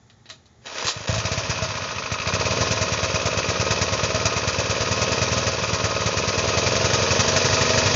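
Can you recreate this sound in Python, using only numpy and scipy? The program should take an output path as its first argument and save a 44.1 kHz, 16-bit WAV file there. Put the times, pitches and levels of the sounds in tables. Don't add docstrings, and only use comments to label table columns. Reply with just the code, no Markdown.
import sys
import numpy as np
from scipy import signal
from scipy.fft import rfft, irfft, next_fast_len
from scipy.io import wavfile
from scipy.ndimage import uniform_filter1d

SR = 44100
rng = np.random.default_rng(int(sys.argv[2]) if len(sys.argv) > 2 else 0)


def inscribe(sig):
    pcm = np.round(np.clip(np.atleast_2d(sig).T, -1, 1) * 32767)
    wavfile.write(sys.argv[1], SR, pcm.astype(np.int16))


N = 350595
TIME = np.arange(N) / SR
FIRST_CYCLE_S = 1.182
CRUISE_RATE = 21.66

# frequency_hz, density_db (per Hz)
GAS_SPECTRUM = [(200, -31), (600, 2), (800, 11.5), (1200, -8), (2100, -12.5), (3000, -7), (4500, 4.5),
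                (5900, 2.5), (6700, 3), (7600, -32)]


def amp(db):
    return 10 ** (np.asarray(db) / 20)


def level(x, db):
    return x * amp(db) / np.sqrt(np.mean(x ** 2))


def noise(spectrum):
    hz, db = np.transpose(spectrum)
    size = next_fast_len(N)
    f = np.fft.rfftfreq(size, 1 / SR) + 1e-3
    weights = amp(np.interp(np.log(f), np.log(hz), db))
    white = rng.standard_normal(size)
    return level(irfft(rfft(white) * weights, size)[:N], 0)


def through(x, response):
    return signal.oaconvolve(x, response)[:N]


def pulses(times, sizes):
    return np.bincount(np.clip(times * SR, 0, N).astype(int), sizes, N + 1)[:N]


def ring(modes):
    t = TIME[:SR // 5]
    response = 0
    for hz, width, db in modes:
        decay = np.exp(-np.pi * width * t)
        response = response + amp(db) * 2 * np.pi * width / SR * decay * np.sin(2 * np.pi * hz * t)
    return response


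def burst(rise_s, decay_s):
    t = TIME[:SR // 4]
    shape = (1 - np.exp(-t / rise_s)) * np.exp(-t / decay_s)
    return shape / shape.max()


def grain(rate, spread_db, decay_s):
    chance, size = rng.random(N), rng.standard_normal(N)
    bursts = (chance < rate / SR) * amp(spread_db * np.clip(size, -2, 2))
    return level(signal.lfilter([1], [1, -np.exp(-1 / (decay_s * SR))], bursts), 0)


def cycle_rate():
    # time_s, rate (cycles per second)
    speed_points = [(1.18, 13.63), (1.35, 16.83), (1.81, 14.79), (2.13, 12.06), (2.58, 20.39),
                    (2.87, 18.45), (3.32, 17.2), (3.81, 18.85), (4.02, 17.71), (4.2, 18.36), (4.62, 17.86),
                    (5.16, 20.12), (5.46, 19.82), (5.63, 18.54), (6.11, 18.04), (6.62, 21.79),
                    (7.49, 24.25), (7.95, 24.2)]
    time_s, rate = np.transpose(speed_points)
    return np.interp(TIME, time_s, rate)


def effort(db_per_rate, choked_db):
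    clears_s, clearing_s = 2.245, 0.025
    choked = np.clip(1 - (TIME - clears_s) / clearing_s, 0, 1)
    return amp(db_per_rate * (cycle_rate() - CRUISE_RATE) + choked_db * choked)


def throttle(db_per_gain=.2, limit=7):
    gaining = uniform_filter1d(np.gradient(cycle_rate()) * SR, size=SR // 8)
    return amp(db_per_gain * np.clip(gaining, -limit, limit))


def cycles():
    # from_s, to_s, burn_db (before the speed gain)
    spells = [(1.14, 1.41, -0.5), (1.72, 2.08, -10), (2.23, 2.3, -1.5), (2.3, 2.54, -1.5),
              (5.34, 5.39, -0.5), (5.54, 5.59, -23), (5.59, 5.70, -5.5), (5.92, 6.03, -6)]
    spoiled_db, spoils_above_db = -11, -5
    rate = cycle_rate()
    running = TIME >= FIRST_CYCLE_S
    turns = np.cumsum(rate * running) / SR
    starts = np.interp(np.arange(int(turns[-1]) + 1), turns[running], TIME[running])
    burn_db, spoiled = [], False
    for start in starts:
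        spell = [db for begin, end, db in spells if begin <= start < end]
        if spell:
            burn_db.append(spell[0])
        else:
            burn_db.append(spoiled_db if spoiled else 0)
        spoiled = burn_db[-1] > spoils_above_db
    burn = amp(burn_db) * np.interp(starts, TIME, effort(db_per_rate=0.22, choked_db=1.0))
    return starts, 1 / np.interp(starts, TIME, rate), burn


def yard():
    # frequency_hz, density_db (per Hz)
    yard_spectrum = [(15, -38), (25, -7.5), (121, 5), (175, -7), (215, -1.5), (290, -11.5), (410, -9),
                     (550, -15.5), (740, -15), (850, -10.5), (950, -20), (1300, -17.5), (1550, -22.5),
                     (1770, -17), (2250, -24), (2950, -29.5), (3550, -21.5), (4500, -27), (6910, -22),
                     (7600, -38), (9880, -56.5), (16700, -120)]
    return amp(-54.5) * noise(yard_spectrum)


def shelter(x, t60_s=0.27, bounce_s=0.0006167, bounce_db=-13):
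    x = x + amp(bounce_db) * np.interp(TIME - bounce_s, TIME, x, left=0)
    t = TIME[:SR // 2]
    tail = rng.standard_normal(len(t)) * amp(-60 * t / t60_s) * (t > .003)
    tail = signal.sosfilt(signal.butter(2, 400, "high", fs=SR, output="sos"), tail)
    return x + amp(-13) * through(x, tail / np.linalg.norm(tail))


def casing(x):
    # frequency_hz, width_hz, lift_db (of its own filter)
    casing_modes = [(257.1, 6.6, 7.5), (287.2, 20, -1.5), (340, 15, -5), (370, 18, 1), (404.5, 25, -4.5),
                    (456, 14, 1.5), (500, 17, 1.5), (545, 13, 3.5), (594, 12, 4), (594, 24, -2),
                    (641, 19.6, 8), (786, 91, -11), (939, 92, 5), (1056, 46, 4.5), (1213, 62, -2),
                    (1250, 29.3, 8), (1446, 41, -4), (1446, 26, 7.5), (1516, 78, -3.5), (1650, 36, 2.5),
                    (1886, 36, 5), (2100, 92, 1), (2383, 147, 5.5), (2557, 75, 8), (2800, 70, -0.5),
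                    (3910, 190, 5), (4770, 58, 0.5), (5700, 180, 5.5), (6340, 46, 0)]
    for hz, width, db in casing_modes:
        x = x + (amp(db) - 1) * signal.lfilter(*signal.iirpeak(hz, hz / width, fs=SR), x)
    return x


def rope_speed():
    # start_s, end_s, first_db, last_db
    rope_runs = [(0.616, 0.654, -65, -47), (0.657, .74, -37.5, -36.5), (0.739, 0.888, -33.5, -30),
                 (0.904, 1.054, -37.5, -35.5), (1.075, 1.175, -27, -30)]
    attack_s, release_s = .003, 0.018
    gain = 0
    for begin, end, first_db, last_db in rope_runs:
        edges = np.minimum(TIME - begin, 0) / attack_s - np.maximum(TIME - end, 0) / release_s
        run = amp(np.interp(TIME, [begin, end], [first_db, last_db])) * np.exp(edges)
        gain = np.maximum(gain, run)
    return gain


def starter():
    # frequency_hz, density_db (per Hz)
    rope_spectrum = [(88, -44), (150, -5), (250, -3), (380, 6), (550, 11), (640, 6.5), (750, 9.5),
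                     (920, 7.5), (1250, 2.5), (1600, 4), (2110, 1), (2530, 3), (4140, 0.5), (6000, 2),
                     (7000, -0.5), (7600, -42), (9880, -43), (16700, -120)]
    metal_spectrum = [(120, -53), (200, -50), (1240, -19.5), (1600, -34), (2700, -21), (3400, -20),
                      (4070, -12.5), (4600, -18), (6900, -17.5), (7600, -23), (9880, -50), (16700, -120)]
    handle_spectrum = [(120, -7), (350, -5), (500, -10), (720, 2), (1000, -12), (1300, -9), (1850, -1.5),
                       (2400, -9), (4000, 0), (7600, -29), (16700, -120)]
    # time_s, metal_db, handle_db
    clacks = [(0.099, -52, -49.5), (.257, -55, -43), (.291, -42, -44), (0.3, -35.5, -35.5),
              (0.457, -51, -62), (0.659, -54, -41), (0.669, -45, -36), (0.748, -45, -42), (0.799, -32, -30),
              (0.846, -25, -38), (.869, -20, -37), (0.882, -18.5, -39), (0.894, -30.5, -34),
              (1.073, -34, -44), (1.148, -24.5, -42)]
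    # frequency_hz, width_hz, level_db
    tube_modes = [(730, 24, 6), (1214, 18, -1), (1860, 24, -1), (3120, 40, 0.5), (3860, 24, -3)]
    rope = noise(rope_spectrum) * rope_speed() * (.55 + .5 * grain(rate=400, spread_db=4, decay_s=.002))

    clack_s, metal_db, handle_db = np.transpose(clacks)
    crack_s, ring_s, ring_share = 0.0012, 0.022, 0.51
    t = TIME[:SR // 4]
    fade = (1 - ring_share) * np.exp(-t / crack_s) + ring_share * np.exp(-t / ring_s)
    metal = through(pulses(clack_s, amp(metal_db)), fade) * noise(metal_spectrum)
    blows = pulses(clack_s, amp(handle_db))
    tube = ring(tube_modes)
    tube_ring = amp(-2) * through(blows, tube / tube.max())
    handle = through(blows, fade) * noise(handle_spectrum) + tube_ring
    return rope + metal + handle


def hum():
    # order (multiple of cycle rate), level_db
    hum_orders = [(6, -47), (10, -45), (17, -50.5), (20, -53), (23, -48)]
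    turns = np.cumsum(cycle_rate()) / SR
    running = np.clip((TIME - FIRST_CYCLE_S) / .2, 0, 1)
    tones = sum(amp(db) * np.sin(2 * np.pi * order * turns) for order, db in hum_orders)
    return tones * running * effort(db_per_rate=2.0, choked_db=-19)


def air(starts, lengths):
    # frequency_hz, density_db (per Hz)
    fan_spectrum = [(40, -17.5), (100, 12.5), (300, -3), (550, 8.5), (790, 2), (1050, 2), (2100, -4),
                    (2500, 0.5), (3100, -2.5), (4700, -5), (6300, -1.5), (7600, -34)]
    each = np.ones(len(starts))
    pumped = through(pulses(starts + 0.23 * lengths, each), burst(rise_s=0.0074, decay_s=0.022))
    tappet = through(pulses(starts + 0.96 * lengths, each), burst(rise_s=0.004, decay_s=0.0016))
    running = np.clip((TIME - 1.08) / 0.13, 0, 1)
    fan = amp(-28.0) * running * noise(fan_spectrum)
    every_cycle = (amp(-30.5) * pumped + amp(-34) * tappet) * noise(GAS_SPECTRUM)
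    return (fan + every_cycle) * effort(db_per_rate=0.87, choked_db=0.16)


def rocking(starts, lengths):
    # frequency_hz, width_hz, level_db
    body_modes = [(84, 4.1, -14.5), (93, 30, -0.5), (137.6, 34, 8.5), (186.8, 19, 4), (244, 26, 0.5)]
    chance = rng.standard_normal((len(starts), 4)).T
    first = pulses(starts + .17 * lengths + .0002 * chance[0], amp(chance[1]))
    second = pulses(starts + .49 * lengths + .0002 * chance[2], amp(-2 + chance[3]))
    rumble = level(through(first + second, ring(body_modes)), -37.5)
    return rumble * effort(db_per_rate=0.95, choked_db=-4.0)


def chuff(from_hz, to_hz, length_s):
    u = np.clip(TIME[:SR // 40] / length_s, 0, 1)
    turns = length_s * (from_hz * u + (to_hz - from_hz) * u ** 2 / 2)
    swell = abs(np.sin(np.pi * u ** 1.6)) ** 1.4
    return swell * np.sin(2 * np.pi * turns)


def mechanism(starts, lengths, burn, scatter_db=1.5):
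    # place (0-1 of the cycle), from_hz, to_hz, length_s, level_db (relative)
    chuff_strokes = [(.166, 190, 690, .0098, 0), (.442, 140, 690, .0122, -1.2)]
    # place (0-1 of the cycle), frequency_hz, width_hz,
    # ring_db, chatter_db, growth_db (per extra cycle per second)
    knock_strokes = [(.243, 1060, 300, 7.5, -6.5, 0), (.272, 2570, 390, -2.5, -17.5, -1.5),
                     (.303, 1238, 131.7, 0.5, -3.5, -1.2), (.303, 2586, 200, 2.5, -7, 0),
                     (.447, 1048, 85, 2.5, -17.5, -0.9), (.447, 1426, 90, -3, -20, -1),
                     (.81, 1150, 450, -6, -7.5, -2), (0.989, 2570, 300, -2, 2.5, -1.1),
                     (.025, 1790, 300, -2, -9.5, 4)]
    # frequency_hz, density_db (per Hz)
    rattle_spectrum = [(300, -28), (800, -14.5), (1150, 2.5), (1500, 2.5), (2100, 2), (2500, 6), (3000, -3),
                       (4200, 2.5), (6300, -6.5), (7600, -33)]
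    lope_s = 0.00051

    def strokes(place):
        chance = rng.standard_normal((len(starts), 2)).T
        jitter = .00006 * chance[0]
        return starts + place * lengths - lope_s * burn + jitter, amp(scatter_db * chance[1])

    chuffs = 0
    for place, from_hz, to_hz, length_s, db in chuff_strokes:
        chuffs = chuffs + amp(db) * through(pulses(*strokes(place)), chuff(from_hz, to_hz, length_s))
    knocks, shakes = 0, 0
    for place, hz, width, db, chatter_db, growth_db in knock_strokes:
        times, sizes = strokes(place)
        hits = pulses(times, sizes * amp(growth_db * (1 / lengths - CRUISE_RATE)))
        knocks = knocks + through(hits, ring([(hz, width, db)])) / np.sqrt(width)
        shakes = shakes + amp(chatter_db) * hits
    chatter = through(shakes, burst(rise_s=0.0025, decay_s=.0045)) * noise(rattle_spectrum)
    clatter = level(knocks, -35.0) + level(chatter, -36.5)
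    chuffs = level(chuffs, -31.0) * effort(db_per_rate=0.56, choked_db=-9.5) * throttle()
    return chuffs + clatter * effort(db_per_rate=0.1, choked_db=-5.0)


def exhaust(starts, lengths, burn):
    # frequency_hz, width_hz, level_db
    muffler_modes = [(88.6, 7, -12.5), (110.3, 26.7, 18), (152, 60, 8.5), (178, 36, -8), (487, 290, -1.5)]
    # time_s, level_db
    start_puffs = [(0.851, -9.5), (0.966, -10), (0.973, -16), (1.009, -13.5), (1.095, 4), (1.128, -1.5),
                   (1.148, -8), (1.167, -3.5)]
    # frequency_hz, density_db (per Hz)
    bark_spectrum = [(150, -33.5), (330, -11), (480, -9), (660, 6), (850, -8), (1500, -32), (7600, -49)]
    jet_spectrum = [(200, -27), (600, -5.5), (1200, -7), (2100, -5.5), (3200, -9), (4500, -5.5), (5900, -1),
                    (6700, -3), (7600, -17)]
    chance = rng.standard_normal((len(starts), 3)).T
    sizes = burn * amp(.9 * chance[0])
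    opens = starts + .0004 * chance[1]
    puff_s, puff_db = np.transpose(start_puffs)
    puffs = pulses(puff_s - .003, amp(puff_db))

    thump = level(through(pulses(opens - .0017, sizes) + puffs, ring(muffler_modes)), -31.5)
    thump = thump * effort(db_per_rate=-0.27, choked_db=-2.0)
    bark_hits = pulses(opens - .001, sizes) + amp(0.5) * puffs
    bark = amp(-28.5) * through(bark_hits, burst(rise_s=0.0059, decay_s=0.0049)) * noise(bark_spectrum)

    rush_hits = pulses(opens - .0018, sizes * amp(1.2 * chance[2]))
    rush = through(rush_hits, burst(rise_s=0.012, decay_s=0.0095))
    rush = uniform_filter1d(rush, size=SR // 200)
    push = through(pulses(starts + 0.19 * lengths, sizes), burst(rise_s=0.0064, decay_s=.011))
    spit = through(pulses(np.array([4.2555]), amp([-21])), burst(rise_s=.0008, decay_s=.0012))
    gas = (amp(-23.5) * rush + spit) * noise(jet_spectrum) + amp(-28.5) * push * noise(GAS_SPECTRUM)
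    return thump + (bark + gas) * effort(db_per_rate=0.16, choked_db=-3.0)


def scene():
    starts, lengths, burn = cycles()
    engine = hum() + air(starts, lengths) + rocking(starts, lengths)
    engine = engine + mechanism(starts, lengths, burn) + exhaust(starts, lengths, burn)
    return (yard() + shelter(casing(starter() + engine)))[None]


def record(dry):
    thin = signal.sosfilt(signal.butter(4, 65, "high", fs=SR, output="sos"), dry)
    return signal.sosfilt(signal.ellip(10, .2, 80, 7350, fs=SR, output="sos"), thin)


dry = scene()
out = record(dry)
inscribe(out)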